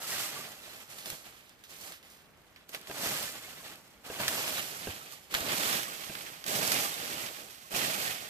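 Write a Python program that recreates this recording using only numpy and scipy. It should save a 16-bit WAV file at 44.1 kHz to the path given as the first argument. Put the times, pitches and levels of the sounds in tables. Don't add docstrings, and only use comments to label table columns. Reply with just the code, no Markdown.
import sys
import numpy as np
from scipy import signal
from scipy.fft import rfft, irfft
from scipy.io import wavfile
from scipy.ndimage import uniform_filter1d

SR = 44100
rng = np.random.default_rng(int(sys.argv[2]) if len(sys.argv) > 2 else 0)


def persist_wave(psi):
    counts = np.round(np.clip(psi, -1, 1) * 32767).astype(np.int16)
    wavfile.write(sys.argv[1], SR, np.atleast_2d(counts).T)


N = 365588

# frequency in Hz, gain in dB.
AIR_SPECTRUM = [(20, -30), (50, -11), (170, -11), (700, -17.5), (2200, -21), (9400, -62), (14000, -57)]
TWIG_SPECTRUM = [(100, -8), (500, -21), (1300, 2), (2000, 3.5), (3500, 2), (6000, -5), (9600, -10.5),
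                 (14000, -7)]
HEAP_SPECTRUM = [(25, -29), (50, -44), (75, -8), (140, 1.5), (300, 0.5), (480, 1), (650, 1.5), (820, 1),
                 (1050, -4.5), (1600, -3), (3500, -22.5)]
STEM_SPECTRUM = [(600, -22), (1100, -0.5), (1500, -3), (2000, -0.5), (2600, -3), (3300, -1), (4300, -5.5),
                 (7000, -17)]
LEAF_SPECTRUM = [(1500, -24), (3000, -14.5), (4300, -1), (6000, -1.5), (8200, -1), (9600, -5.5),
                 (11500, -1.5), (14500, -2)]
# start in seconds, peak in dB, pitch in Hz.
GROUND_KNOCKS = [(1.125, -41, 150), (1.267, -57, 500), (1.289, -49, 129), (1.915, -47, 587),
                 (2.695, -46, 400), (2.743, -38, 685), (2.898, -32.5, 490), (2.908, -36, 490),
                 (3.069, -39, 104), (4.101, -30.5, 517), (4.2, -28, 666), (4.872, -26.5, 480),
                 (4.876, -35, 200), (4.887, -32, 92), (5.33, -42, 303), (5.412, -37.5, 90),
                 (6.097, -32, 228), (6.483, -31.5, 345), (7.742, -28.5, 254)]
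# frequency in Hz, relative level in dB, t60 in seconds.
PLASTIC_MODES = [(434, 5, 0.07), (636, 11, 0.07), (1080, -14, .04), (1600, 12, 0.043), (2000, -23, .04),
                 (2700, 13.5, 0.026)]
# start in seconds, level of the first 5 ms in dB, treble lift in dB,
# t60 of the splintering in seconds (negative for a clean break).
TWIG_SNAPS = [(0.984, -45, 9, 1), (1.058, -40.5, 6, -0.1), (1.102, -36, 12, -1), (1.325, -59.5, -3, 7),
              (1.493, -54, 17, -3.5), (1.638, -50, 7, 0.3), (1.921, -46, 3.5, 0.3), (2.028, -56.5, 3, 1),
              (2.101, -53.5, 14, 0.7), (2.374, -67, 8, -0.1), (2.561, -54, -6, 0.15),
              (2.692, -46.5, 8, -0.75), (2.747, -38, -1, -0.34), (2.872, -46.5, 2, -0.5),
              (2.912, -43, -14, -1.06), (4.233, -37, -9, 0.2), (4.2806, -25.5, 5.5, -0.33),
              (4.285, -32, 2, -0.3), (5.3411, -27.5, -0.5, -0.66), (5.349, -27.5, -8, -0.56),
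              (5.832, -35, 5, -0.46), (6.152, -39, -7, -0.24), (6.263, -46, -8, 0.3),
              (6.441, -39.5, -1, -1.5), (6.464, -34.5, 12, -1), (6.561, -34, 18, 0.2),
              (6.7185, -26, 9, -0.4), (6.764, -43, 16, 1.8), (7.262, -39, 3, -1.9), (7.499, -49.5, 9, 1.2)]
# centre in Hz, width in Hz, gain in dB.
TINE_RESONANCES = [(842, 140, 5), (2630, 620, 7), (3100, 520, 0.5)]
# start, swell and length in seconds, full force in dB, then offsets in dB
# for first bite, leaves, heap and tines, then the spill's length in seconds and its offset in dB.
RAKE_PULLS = [(-0.036, .147, 0.27, -40.5, -10, 3, -6, -12.5, 0.16, -6),
              (1.03, .07, 0.073, -46.5, -5, 3.5, -3.9, -14, .27, -17),
              (2.847, .19, 0.39, -41, -18, 3.8, 1, -8, 0.37, -12.5),
              (4.03, 0.28, .57, -40, -14.5, 2, 1, -8.5, 0.28, -6.4),
              (5.292, 0.32, 0.47, -34, -12.5, .1, -0.5, -11.5, .45, -13.5),
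              (6.448, 0.27, 0.4, -37, -4.5, 3.8, 0.1, -5.5, 0.4, -6.5),
              (7.694, 0.065, 0.38, -38.5, -9, 2.2, -1, -4.5, 0.15, -10)]
# start and length in seconds, force in dB, leaf offset in dB.
SHORT_SCRAPES = [(0.427, 0.015, -45, -13), (0.611, 0.22, -55.5, 1.5), (0.873, 0.13, -54.5, 3),
                 (1.237, 0.026, -53.5, -1), (1.676, .1, -57, 4), (1.787, .12, -55.5, 5.5),
                 (2.023, 0.12, -69, 5), (2.678, 0.017, -62, 8), (2.72, 0.019, -47, 2.5),
                 (2.79, 0.13, -58, -8), (3.633, 0.09, -52.5, -1.5), (4.036, .025, -50.5, -6),
                 (4.178, 0.038, -39, -1), (5.098, 0.024, -56, 8), (5.332, 0.018, -36.5, 0.5),
                 (7.584, 0.11, -61.5, 5), (7.738, 0.047, -37, 2)]
# resting drive of leaves, stems, heap and tines in dB.
RESTING_STIR_DB = [-71.5, -69.5, -72, -78]
# time in seconds, angle to the right in degrees.
RAKE_BEARING = [(0, 9.2), (1.2, 29.3), (2.1, 25), (3.0, 16.4), (4.3, 15.7), (4.8, 41), (5.3, 29), (6.1, 54),
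                (6.6, 44.5), (8.2, 50)]

AIR_DB, TOP_HZ = -65.5, 14600
PORT_LAG_MS = 0.46
CRACK_T60_S, FIBRES_PER_S = 0.015, 4500
CATCH_S, RELEASE_DB_PER_S = 0.033, 106
SAG_DB_PER_S, HEAP_SAG_DB_PER_S = 3, 11.5
SPILL_ATTACK_S, SETTLE_DB_PER_S = 0.12, 47
SPILL_LEAF_DB, SPILL_HEAP_DB, SPILL_TINE_DB = 1.6, -4, -8.5
SCRAPE_ATTACK_S, SCRAPE_RELEASE_DB_PER_S, SCRAPE_HEAP_DB, SCRAPE_TINE_DB = 0.029, 221, -4, -9
STRAY_PER_S, STRAY_DB, STRAY_FOLLOW = 45, -31, 0.67


def undb(db):
    return 10 ** (np.asarray(db) / 20)


def unit(x):
    return x / np.sqrt(np.mean(x.mean(axis=0) ** 2))


def colour(x, points, size=4096):
    hz, db = np.transpose(points)
    bins_hz = np.maximum(np.fft.rfftfreq(size, 1 / SR), 1)
    cepstrum = irfft(np.log(undb(np.interp(np.log(bins_hz), np.log(hz), db))))
    cepstrum[1:size // 2] *= 2
    cepstrum[size // 2 + 1:] = 0
    impulse = irfft(np.exp(rfft(cepstrum)))
    return signal.fftconvolve(x, impulse[None], axes=1)[:, :x.shape[1]]


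def resonate(x, modes):
    return sum(undb(db) * signal.lfilter(*signal.iirpeak(hz, hz / width, fs=SR), x)
               for hz, width, db in modes)


def walk(rate):
    hold = max(int(SR / rate), 1)
    steps = np.repeat(rng.standard_normal(N // hold + 1), hold)
    wander = uniform_filter1d(uniform_filter1d(steps, hold), hold)[:N]
    return wander / wander.std()


def fade(t60, size):
    return np.exp(-np.log(1000) * np.arange(size) / SR / max(t60, 1e-4))


def linger(power, t60):
    keep = fade(t60, size=2)[1] ** 2
    return signal.lfilter([1 - keep], [1, -keep], power)


def gate(t, attack, length, release_db_per_s):
    return np.clip(t / attack, 0, 1) * undb(-release_db_per_s * np.maximum(t - length, 0))


def add(out, sound, at):
    part = out[:, at:at + sound.shape[1]]
    part += sound[:, :part.shape[1]]


def pan(db):
    gains = undb(np.array([db, -db]) / 2).reshape(2, -1)
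    return gains / np.sqrt(np.mean(gains ** 2, axis=0))


def ports(sound, lag_ms):
    index = np.arange(len(sound))
    late = np.rint(lag_ms * SR / 1000).astype(int)
    return np.array([sound[np.clip(index - late, 0, len(sound) - 1)], sound])


def crunch(power, lag_ms, echo_db, echo_t60):
    direct = ports(np.sqrt(power) * rng.standard_normal(len(power)), lag_ms)
    echoes = np.sqrt(linger(power + 1e-18, echo_t60)) * rng.standard_normal((2, len(power)))
    return direct + undb(echo_db) * echoes


def air():
    noise = rng.standard_normal(N) + 0.78 * rng.standard_normal((2, N))
    swell_db = 1.8 * walk(rate=3.7)
    return unit(colour(noise, AIR_SPECTRUM)) * undb(AIR_DB + swell_db)


def knocks(size=8000):
    out, t = np.zeros((2, N)), np.arange(size) / SR
    head = sum(undb(db) * np.sin(2 * np.pi * hz * t) * fade(t60, size) for hz, db, t60 in PLASTIC_MODES)
    slide = fade(0.073, size) - fade(0.017, size)
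    for start, db, hz in GROUND_KNOCKS:
        thump = np.sin(2 * np.pi * hz * t) * fade(9.2 / hz, size)
        earth = crunch(slide ** 2, lag_ms=0.13, echo_db=-12, echo_t60=0.065)
        earth = colour(earth, [(hz / 4, -18), (hz, 0), (hz * 2, -10), (hz * 8, -32)])
        blow = thump + undb(-20) * head + undb(-1.5) * earth / abs(earth).max()
        add(out, blow * undb(db) / abs(blow).max(), int(start * SR))
    return out


def snaps(lag_ms, side_db, size=9000):
    out = np.zeros((2, N))
    attack = int(0.005 * SR)
    for start, db, treble_db, splinter_t60 in TWIG_SNAPS:
        at = int(start * SR)
        fibres = linger(rng.random(size) < FIBRES_PER_S / SR, t60=0.00056)
        splinters = fibres / fibres.mean() * (0.6 * fade(splinter_t60, size)) ** 2
        first_break = 2.4 * fade(CRACK_T60_S, size) ** 2
        crack = crunch(first_break + splinters, lag_ms[at], echo_db=-3.5, echo_t60=0.05)
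        crack = colour(colour(crack, TWIG_SPECTRUM), [(2500, 0), (7000, treble_db)])
        crack *= undb(db) / crack[:, :attack].mean(axis=0).std()
        add(out, crack * pan(1.16 * side_db[at]), at)
    return out


def fractures(rate, spread_db, t60, clump_db):
    breaks = rng.random(N) < rate / SR
    size_db = spread_db * np.minimum(rng.exponential(size=N), 4.5)
    catch_db = clump_db * walk(rate=45)
    power = linger(breaks * undb(size_db + catch_db) ** 2, t60)
    return power / power.mean()


def ticks(lag_ms, rate, spread_db, t60, low_hz, high_hz, size=900):
    count = int(rate * N / SR)
    when, pitch, force, length = rng.random((count, 4)).T[:, :, None]
    t = np.arange(size) / SR
    hz = low_hz * (high_hz / low_hz) ** pitch
    gain = undb(-spread_db * np.log(force + 0.027))
    decay = np.exp(-np.log(1000) * t / (t60 * (0.5 + length)))
    rings = gain * np.sin(2 * np.pi * hz * t) * decay
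    samples = (when * (N - 1)).astype(int) + np.arange(size)
    return ports(np.bincount(samples.ravel(), rings.ravel(), N)[:N], lag_ms)


def stray_leaves(lag_ms):
    lone = fractures(rate=STRAY_PER_S, spread_db=4.5, t60=0.012, clump_db=3.5)
    return unit(colour(crunch(lone, lag_ms, echo_db=-22, echo_t60=0.03), LEAF_SPECTRUM))


def heap_drag(power, lag_ms):
    scrape = crunch(power, lag_ms, echo_db=-5, echo_t60=0.12)
    hollow = resonate(scrape, [(623, 42, -6)])
    return unit(colour(scrape + hollow, HEAP_SPECTRUM))


def tine_ring(rubbing):
    drive = colour(rubbing, [(300, -6.5), (700, 6.5), (3500, -4), (7000, -1.5)])
    return unit(resonate(drive, TINE_RESONANCES))


def stem_rasp(rubbing, stalks):
    return unit(unit(colour(rubbing, STEM_SPECTRUM)) + undb(-8) * unit(colour(stalks, STEM_SPECTRUM)))


def leaf_crackle(crumple, edges, lag_ms):
    spray = crunch(crumple, lag_ms, echo_db=2.5, echo_t60=0.07)
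    return unit(unit(colour(spray, LEAF_SPECTRUM)) + undb(-13.5) * unit(colour(edges, LEAF_SPECTRUM)))


def effort():
    clock = np.arange(N) / SR
    power = undb(RESTING_STIR_DB)[:, None] ** 2 * np.ones(N)
    for start, swell, length, db, bite_db, leaf_db, heap_db, tine_db, spill_s, spill_db in RAKE_PULLS:
        t = np.maximum(clock - start, 0)
        force_db = db + bite_db * np.maximum(1 - t / swell, 0) - SAG_DB_PER_S * np.maximum(t - swell, 0)
        force = undb(force_db) * gate(t, CATCH_S, length, RELEASE_DB_PER_S)
        pull = np.outer(undb([leaf_db, 0, heap_db, tine_db]), force)
        pull[2] *= undb(-HEAP_SAG_DB_PER_S * t)
        falling = undb(db + spill_db) * gate(t - length, SPILL_ATTACK_S, spill_s, SETTLE_DB_PER_S)
        spill = np.outer(undb([SPILL_LEAF_DB, 0, SPILL_HEAP_DB, SPILL_TINE_DB]), falling)
        power += pull ** 2 + spill ** 2
    for start, length, db, leaf_db in SHORT_SCRAPES:
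        touch = undb(db) * gate(clock - start, SCRAPE_ATTACK_S, length, SCRAPE_RELEASE_DB_PER_S)
        power += np.outer(undb([leaf_db, 0, SCRAPE_HEAP_DB, SCRAPE_TINE_DB]), touch) ** 2
    return np.sqrt(power) * undb(0.66 * walk(rate=26))


def raking(lag_ms, side_db):
    leaf_gain, stem_gain, heap_gain, tine_gain = effort()
    crumple = fractures(rate=2800, spread_db=2, t60=0.005, clump_db=0.46)
    rasp = fractures(rate=2200, spread_db=3.5, t60=0.0092, clump_db=2)
    drag = fractures(rate=1200, spread_db=1.5, t60=0.013, clump_db=1.07)
    wide_lag_ms = lag_ms + 0.045 * walk(rate=500)
    edges = ticks(lag_ms, rate=300, spread_db=1, t60=0.075, low_hz=3490, high_hz=14850)
    stalks = ticks(lag_ms, rate=170, spread_db=5, t60=0.095, low_hz=891, high_hz=4885)
    leaves = leaf_crackle(crumple, edges, wide_lag_ms) * leaf_gain
    rubbing = unit(crunch(rasp + 0.5 * crumple, wide_lag_ms, echo_db=2.5, echo_t60=0.05))
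    middle = undb(-2.23) * (stem_rasp(rubbing, stalks) * stem_gain + tine_ring(rubbing) * tine_gain)
    heap = heap_drag(drag + 0.29 * rasp, lag_ms) * heap_gain
    strays = stray_leaves(wide_lag_ms) * undb(STRAY_DB) * leaf_gain ** STRAY_FOLLOW
    treble = leaves + strays
    return treble * pan(1.4 * side_db) + middle * pan(0.89 * side_db) + heap * pan(0.42 * side_db)


def scene():
    times, degrees = np.transpose(RAKE_BEARING)
    rightward = np.sin(np.radians(np.interp(np.arange(N) / SR, times, degrees)))
    lag_ms = PORT_LAG_MS * rightward
    side_db = -1.3 - 6 * rightward
    return raking(lag_ms, side_db) + snaps(lag_ms, side_db) + knocks() * pan(0.19 * side_db) + air()


def record(dry):
    return signal.sosfilt(signal.ellip(10, 0.2, 70, TOP_HZ, fs=SR, output="sos"), dry)


dry = scene()
out = record(dry)
persist_wave(out)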